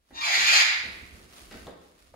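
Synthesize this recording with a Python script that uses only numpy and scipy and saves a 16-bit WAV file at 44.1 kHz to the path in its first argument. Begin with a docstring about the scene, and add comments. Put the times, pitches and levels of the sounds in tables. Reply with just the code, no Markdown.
"""A parrot's hoarse squeak breaks into one harsh, rasping hiss that swells until it breaks off.
The syrinx chops its breath, throat and beak resonate, the window and walls of a live room answer.
Birds shift on a blanket: feathers and cloth rustle, and soft bumps sound through the window seat.
The hand-held microphone rumbles as it backs away."""
import sys
import numpy as np
from scipy import signal
from scipy.fft import rfft, irfft, next_fast_len
from scipy.io import wavfile
from scipy.ndimage import map_coordinates

SR = 44100
rng = np.random.default_rng(int(sys.argv[2]) if len(sys.argv) > 2 else 0)


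def transcribe(signal):
    """Save signal, clipped to [-1, 1], as a 16-bit WAV file at the path in sys.argv[1]."""
    frames = np.atleast_2d(signal).T
    limited = np.clip(frames, -1, 1)
    pcm = np.round(limited * 32767).astype(np.int16)
    wavfile.write(sys.argv[1], SR, pcm)


N = 94815


def amp(db):
    """Decibels to gain."""
    return np.exp(np.asarray(db) * (np.log(10) / 20))


def unit(x):
    """Scale to rms 1."""
    return x / np.sqrt(np.mean(x ** 2) + 1e-20)


def along(points, hz):
    """Interpolate (f/Hz, value) points on a log axis."""
    f, v = np.transpose(points)
    return np.interp(np.log(hz + 1), np.log(f + 1), v)


def curves(rows):
    """One value per sample for each column after the time."""
    times, *columns = np.transpose(rows)
    return [np.interp(np.arange(N) / SR, times, column) for column in columns]


def wobble(rate_hz):
    """Smooth random curve, rate_hz knots a second."""
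    coarse = np.arange(0, N + 8, 8)
    knots = rng.standard_normal(N // 20)
    return np.interp(np.arange(N), coarse, map_coordinates(knots, [coarse * rate_hz / SR], mode="wrap"))


def filtered(x, response):
    """Apply a frequency response."""
    n = x.shape[-1]
    size = next_fast_len(n + 4096, real=True)
    return irfft(rfft(x, size) * response(np.fft.rfftfreq(size, 1 / SR)), size)[..., :n]


def coloured(x, spectrum):
    """Shape x by (f/Hz, level/dB) points; rms 1."""
    return unit(filtered(x, lambda hz: amp(along(spectrum, hz))))


def pan(balance_db):
    """Stereo gains, left minus right = balance_db."""
    return amp(balance_db * np.array([[.5], [-.5]]))


def left_first(x, lead_s=.00043):
    """Sound from the left reaches the left microphone port first."""
    return filtered(x, lambda hz: np.exp(1j * np.pi * hz * lead_s * np.array([[1], [-1]])))


# likeness of the two ports: f/Hz, correlation
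PORT_COHERENCE = [(50, 0.94), (130, .78), (260, 0.87), (500, 0.24), (1000, -0.39), (1500, -0.041),
                  (2500, -0.00062), (4500, -0.012), (6000, 0.12), (12000, 0.28)]
def diffuse(spectrum=((1, 0), (20000, 0)), size=N):
    """Noise from all sides at two spaced ports: alike in the bass only."""
    def mid_side_gains(hz):
        angle = np.arccos(np.clip(along(PORT_COHERENCE, hz), -1, 1)) / 2
        return amp(along(spectrum, hz)) * [np.cos(angle), np.sin(angle)]
    mid, side = filtered(rng.standard_normal((2, size)), mid_side_gains)
    return unit(np.array([mid + side, mid - side]))


def hoarse_tone(pitch_hz, partials, jitter, flutter_db):
    """Tone whose pitch and level shake from cycle to cycle; rms 1."""
    phase = 2 * np.pi * np.cumsum(pitch_hz * (1 + jitter * wobble(700))) / SR
    flutter = amp(flutter_db * wobble(200))
    tone = sum(amp(db) * np.sin(k * phase + rng.uniform(0, 2 * np.pi)) for k, db in partials)
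    return unit(flutter * tone)


# squeak contour: t/s, f/Hz, level/dB
SQUEAK_GLIDE = [(.1, 932, -110), (.135, 930.6, -62), (.165, 929.8, -47.5), (.195, 921.6, -43.5),
                (.225, 914, -46.5), (.255, 900, -48), (.29, 757, -48), (.32, 700, -120)]
# squeak timbre: harmonic, level/dB
SQUEAK_HARMONICS = [(1, 1.5), (2, -0.5), (3, -4.5), (4, 3), (5, -10), (6, -8), (7, -6.5), (8, -21.5)]
def squeak():
    """The hoarse, falling tone that opens the hiss."""
    pitch_hz, level_db = curves(SQUEAK_GLIDE)
    return amp(level_db) * hoarse_tone(pitch_hz, SQUEAK_HARMONICS, jitter=.018, flutter_db=2.5)


def rasp(flap_hz=165.17, scatter=.3, spread_db=4, pulse_s=.0033, depth=.62):
    """Turbulent air, chopped by the uneven flapping of the syrinx."""
    rate_hz = flap_hz * np.exp(scatter * wobble(120))
    onsets = np.diff(np.floor(np.cumsum(rate_hz) / SR), prepend=0)
    flaps = onsets * amp(spread_db * rng.standard_normal(N))
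    gate = unit(signal.lfilter([1], [1, -np.exp(-1 / (pulse_s * SR))], flaps))
    return unit(rng.standard_normal(N) * (1 - depth + depth * gate))


def resonance(flow, centre_hz, width_hz):
    """Moving, steep-skirted resonance stirred by the flow; rms 1."""
    drive = flow * rng.choice([-1, 1], N)  # same pulses, uncorrelated noise
    carrier = np.exp(2j * np.pi * np.cumsum(centre_hz) / SR)
    pole = np.exp(-np.pi * width_hz / SR)
    return unit((signal.lfilter([1], np.poly([pole, pole]), drive / carrier) * carrier).real)


# main throat resonance: t/s, f/Hz, level/dB, whistle level/dB
THROAT_FORMANT = [(.17, 2378, -9, -13.5), (.24, 2388, -7, 2), (.29, 2267, 1, -15.5), (.34, 2104, -1.5, -8),
                  (.43, 2380, -2, -6.5), (.49, 2475, -2.5, -5.5), (.56, 2450, -5, -7.5),
                  (.608, 2080, 1, -14), (.75, 2214, 3, -6.5)]
# beak cavity: t/s, f/Hz, level/dB
BEAK_FORMANT = [(.15, 930, -2), (.2, 1090, -0.5), (.22, 1095, -10), (.26, 1040, -8.5), (.295, 700, -10),
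                (.38, 953, -17.5), (.47, 1020, -18.5), (.54, 740, -16), (.61, 1120, -17),
                (.69, 1440, -12.5)]
# breath noise: f/Hz, level/dB
BREATH_SPECTRUM = [(300, -51.5), (540, -35), (660, -13), (1000, -9), (1350, -3.5), (1650, .5), (2700, -1),
                   (3100, -0.5), (4000, 0), (5050, 1), (5600, -8.5), (6600, -2.5), (7400, -10),
                   (8600, -27.5), (10300, -16), (12300, -22), (13000, -51)]
# whistle timbre: harmonic (2 = main resonance), level/dB
WHISTLE_HARMONICS = [(1, -14), (2, 3), (3, -11)]
# upper throat resonance: ratio to main, width/Hz, level/dB
UPPER_FORMANT = [(1.729, 455.6, -10.5)]
def throat_and_beak(flow):
    """Throat and beak colour the flow; a thin whistle rides the main resonance."""
    throat_hz, throat_db, whistle_db = curves(THROAT_FORMANT)
    beak_hz, beak_db = curves(BEAK_FORMANT)
    throat_hz *= 1 + .00927 * wobble(59.9)
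    voice = amp(-1) * coloured(flow, BREATH_SPECTRUM)
    voice += amp(throat_db) * resonance(flow, throat_hz, width_hz=730)
    voice += amp(whistle_db) * hoarse_tone(throat_hz / 2, WHISTLE_HARMONICS, jitter=.04, flutter_db=3)
    voice += amp(beak_db) * resonance(flow, beak_hz, width_hz=312)
    for ratio, width_hz, db in UPPER_FORMANT:
        voice += amp(db) * resonance(flow, ratio * throat_hz, width_hz)
    return voice


# breath effort: t/s, level/dB
BREATH_EFFORT = [(.1, -87), (.15, -48.5), (.18, -40.5), (.205, -47), (.215, -31), (.24, -26), (.33, -24),
                 (.42, -25.5), (.48, -22), (.53, -18.5), (.57, -19), (.608, -20.5), (.622, -30.5),
                 (.7, -30), (.76, -35.5), (.8, -49), (.85, -84.5)]
# sudden pushes of air: t/s, boost/dB
AIR_PUSHES = [(0.212, 7), (0.46, 4), (.5, 3), (.533, 4), (0.604, 4), (0.612, 7)]
def hiss(push_s=.0031, low_cut_hz=567, treble_hz=5500, fade_from_s=.57, fade_db_per_s=40.5):
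    """A squeak breaks into a swelling rasp; the treble fades as the breath runs out."""
    t = np.arange(N) / SR
    effort_db, = curves(BREATH_EFFORT)
    effort_db += sum(db * np.exp(-((t - at_s) / push_s) ** 2) for at_s, db in AIR_PUSHES)
    call = throat_and_beak(rasp()) * amp(effort_db - 6) + squeak()
    call = filtered(call, lambda hz: 1 - 1 / (1 + (hz / low_cut_hz) ** 20))
    treble = filtered(call, lambda hz: 1 - 1 / (1 + (hz / treble_hz) ** 10))
    fade = amp(-fade_db_per_s * np.maximum(t - fade_from_s, 0))
    return call + treble * (fade - 1)


def walls(x, count=20, first_s=.002, last_s=.02, port_gap_s=.00046):
    """Early echoes off the window and walls, each from its own side."""
    echoes = np.zeros((2, SR // 10))
    for when, side in rng.uniform(0, 1, (count, 2)):
        delay_s = first_s + when * (last_s - first_s) + port_gap_s * (side - .5) * np.array([1, -1])
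        echoes[[0, 1], np.round(delay_s * SR).astype(int)] += 1 / np.sqrt(count)
    return signal.fftconvolve(x[None], echoes, axes=1)[:, :N]


# reverberation: f/Hz, T60/s
ROOM_T60 = [(100, 0.55), (260, 1), (600, 0.66), (1000, 0.8), (2200, 0.79), (4500, 0.7), (7000, 0.52),
            (12000, 0.43)]
def room(x, build_s=.0073):
    """The room's tail; each frequency dies at its own speed."""
    hz, t, bins = signal.stft(diffuse(size=SR), SR, nperseg=256)
    envelope = amp(-60 * t / along(ROOM_T60, hz)[:, None]) * (1 - np.exp(-t / build_s))
    _, tail = signal.istft(bins * envelope, SR, nperseg=256)
    return signal.fftconvolve(x[None], tail / np.linalg.norm(tail[0]), axes=1)[:, :N]


# stereo balance of the call: f/Hz, left minus right/dB
CALL_BALANCE = [(500, -4), (1000, 0.5), (2300, -3.5), (3800, 0), (5200, 2), (6500, 0.5), (7500, -8),
                (8600, 0.5), (12000, -0.5)]
def across_room(call, walls_db=2.5, room_db=1.5):
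    """The call arrives directly; walls and room follow."""
    heard = left_first(call) + amp(walls_db) * walls(call) + amp(room_db) * room(call)
    return filtered(heard, lambda hz: pan(along(CALL_BALANCE, hz)))


def contact(spectrum, t60_s, attack_s=.00068, length_s=.5):
    """One damped contact: a decaying noise burst."""
    t = np.arange(int(length_s * SR)) / SR
    burst = coloured(rng.standard_normal(len(t)), spectrum)
    return burst * (1 - np.exp(-t / attack_s)) * amp(-60 * t / t60_s)


# soft bumps: t/s, thud level/dB, click level/dB, room send/dB
SEAT_BUMPS = [(.106, -49, -80, 6.5), (.375, -40, -63.5, 2.5), (.835, -47.5, -72, 8), (.869, -48.5, -59, 2),
              (1.159, -56, -64, 0), (1.199, -55, -64, 4.5), (1.511, -43, -43.5, 6.5), (1.523, -55, -43, -6),
              (1.541, -43.5, -58.5, -6), (1.575, -47.5, -56, -13), (1.722, -47.5, -73, -6)]
# harder knocks: t/s, knock level/dB, claw tick level/dB, room send/dB
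SEAT_KNOCKS = [(1.668, -34.5, -43, -1), (1.677, -37, -64, 0.5), (1.691, -42.5, -67, -3.5),
               (2.139, -43.5, -70, 4)]
# contact spectra: f/Hz, level/dB
THUD_SPECTRUM = [(40, -7.5), (100, -1.5), (180, -8.5), (260, 3.5), (350, -3), (500, -2.5), (750, -3),
                 (1100, -13.5), (2000, -12), (5000, -45)]
CLICK_SPECTRUM = [(200, -21), (900, -7.5), (2300, 7.5), (4500, -1.5), (8000, -12.5), (15000, -28.5)]
KNOCK_SPECTRUM = [(40, -16.5), (120, -11), (175, 4), (300, -7), (470, 4), (700, 3.5), (1000, -7),
                  (1300, -7), (1800, -15), (3000, -26), (10000, -42.5)]
CLAW_SPECTRUM = [(1500, -30), (3000, -12), (3750, 0), (4500, -12.5), (7000, -20), (14000, -35)]
def bumps():
    """Birds bump the seat and knock it with a tick of claws; the room answers."""
    hits = []
    for at_s, thud_db, click_db, room_db in SEAT_BUMPS:
        thud = amp(thud_db) * contact(THUD_SPECTRUM, t60_s=.079)
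        click = amp(click_db) * contact(CLICK_SPECTRUM, t60_s=.043)
        hits.append((at_s, thud + click, room_db))
    for at_s, knock_db, tick_db, room_db in SEAT_KNOCKS:
        knock = amp(knock_db) * contact(KNOCK_SPECTRUM, t60_s=.054)
        tick = amp(tick_db) * contact(CLAW_SPECTRUM, t60_s=.025)
        hits.append((at_s, knock + tick, room_db))
    direct, send = np.zeros((2, N))
    for at_s, hit, room_db in hits:
        start = round(at_s * SR)
        hit = hit[:N - start]
        direct[start:start + len(hit)] += hit
        send[start:start + len(hit)] += amp(room_db) * hit
    return direct + room(send)


# feathers and cloth: t/s, level/dB
RUSTLE_LEVEL = [(0, -84), (.1, -68), (.8, -54.5), (1.02, -56.5), (1.1, -57.5), (1.17, -55), (1.27, -59.5),
                (1.38, -50.5), (1.48, -54), (1.65, -54.5), (1.76, -66.5), (1.84, -60), (1.93, -67),
                (2.01, -61.5), (2.15, -65.5)]
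# sliding noise: f/Hz, level/dB
CLOTH_SPECTRUM = [(120, -33.5), (200, -9), (371, -2.5), (515, -9), (690, -0.5), (827, -9), (1210, -2),
                  (1510, -6), (4330, -7.5), (7900, -13), (11400, -12.5), (13400, -26), (15500, -17)]
def rustle(grain_db=2, flutter_db=1, direct_db=-7):
    """Feathers and blanket slide in many tiny catches."""
    level_db, = curves(RUSTLE_LEVEL)
    direct = left_first(coloured(rng.standard_normal(N), CLOTH_SPECTRUM))
    sliding = unit(diffuse(CLOTH_SPECTRUM) + amp(direct_db) * direct)
    catches_db = flutter_db * wobble(29.78) + grain_db * wobble(500)
    return sliding * amp(level_db + catches_db) * pan(balance_db=-1)


# microphone handling: t/s, level/dB
RUMBLE_LEVEL = [(0.0, -80), (0.09, -77), (0.12, -64.5), (0.28, -62.5), (0.36, -72), (0.42, -58),
                (0.56, -56), (0.63, -65), (0.97, -56.5), (1.0, -68), (1.03, -53.5), (1.1, -61.5),
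                (1.16, -52), (1.3, -57.5), (1.31, -57), (1.67, -56), (1.87, -71.5), (2.13, -64)]
# handling noise: f/Hz, level/dB
RUMBLE_SPECTRUM = [(15, -49.5), (26, -24), (35, 0.5), (50, -2), (72, 2.5), (90, -6.5), (130, -12.5),
                   (250, -11.5), (450, -16), (900, -34.5), (3000, -70)]
def handling(lumps_db=2, gain_db=1):
    """Low, lumpy rumble of the moving microphone."""
    level_db, = curves(RUMBLE_LEVEL)
    rumble = diffuse(RUMBLE_SPECTRUM)
    return rumble * amp(gain_db + level_db + lumps_db * wobble(20)) * pan(balance_db=-3)


# room tone: f/Hz, level/dB
ROOM_TONE_SPECTRUM = [(15, -27.5), (65, -1.5), (110, -13.5), (240, -19), (450, -20), (2000, -24.5),
                      (12000, -34), (15000, -35.5)]
def room_tone(level_db=-76):
    """Faint, steady noise from all sides."""
    return amp(level_db) * diffuse(ROOM_TONE_SPECTRUM)


def scene():
    """Hiss, bumps and rustle over rumble and room tone."""
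    return across_room(hiss()) + bumps() + rustle() + handling() + room_tone()


def record(dry, top_hz=15750):
    """Brick-wall low-pass."""
    return filtered(dry, lambda hz: hz < top_hz)


dry = scene()
out = record(dry)
transcribe(out)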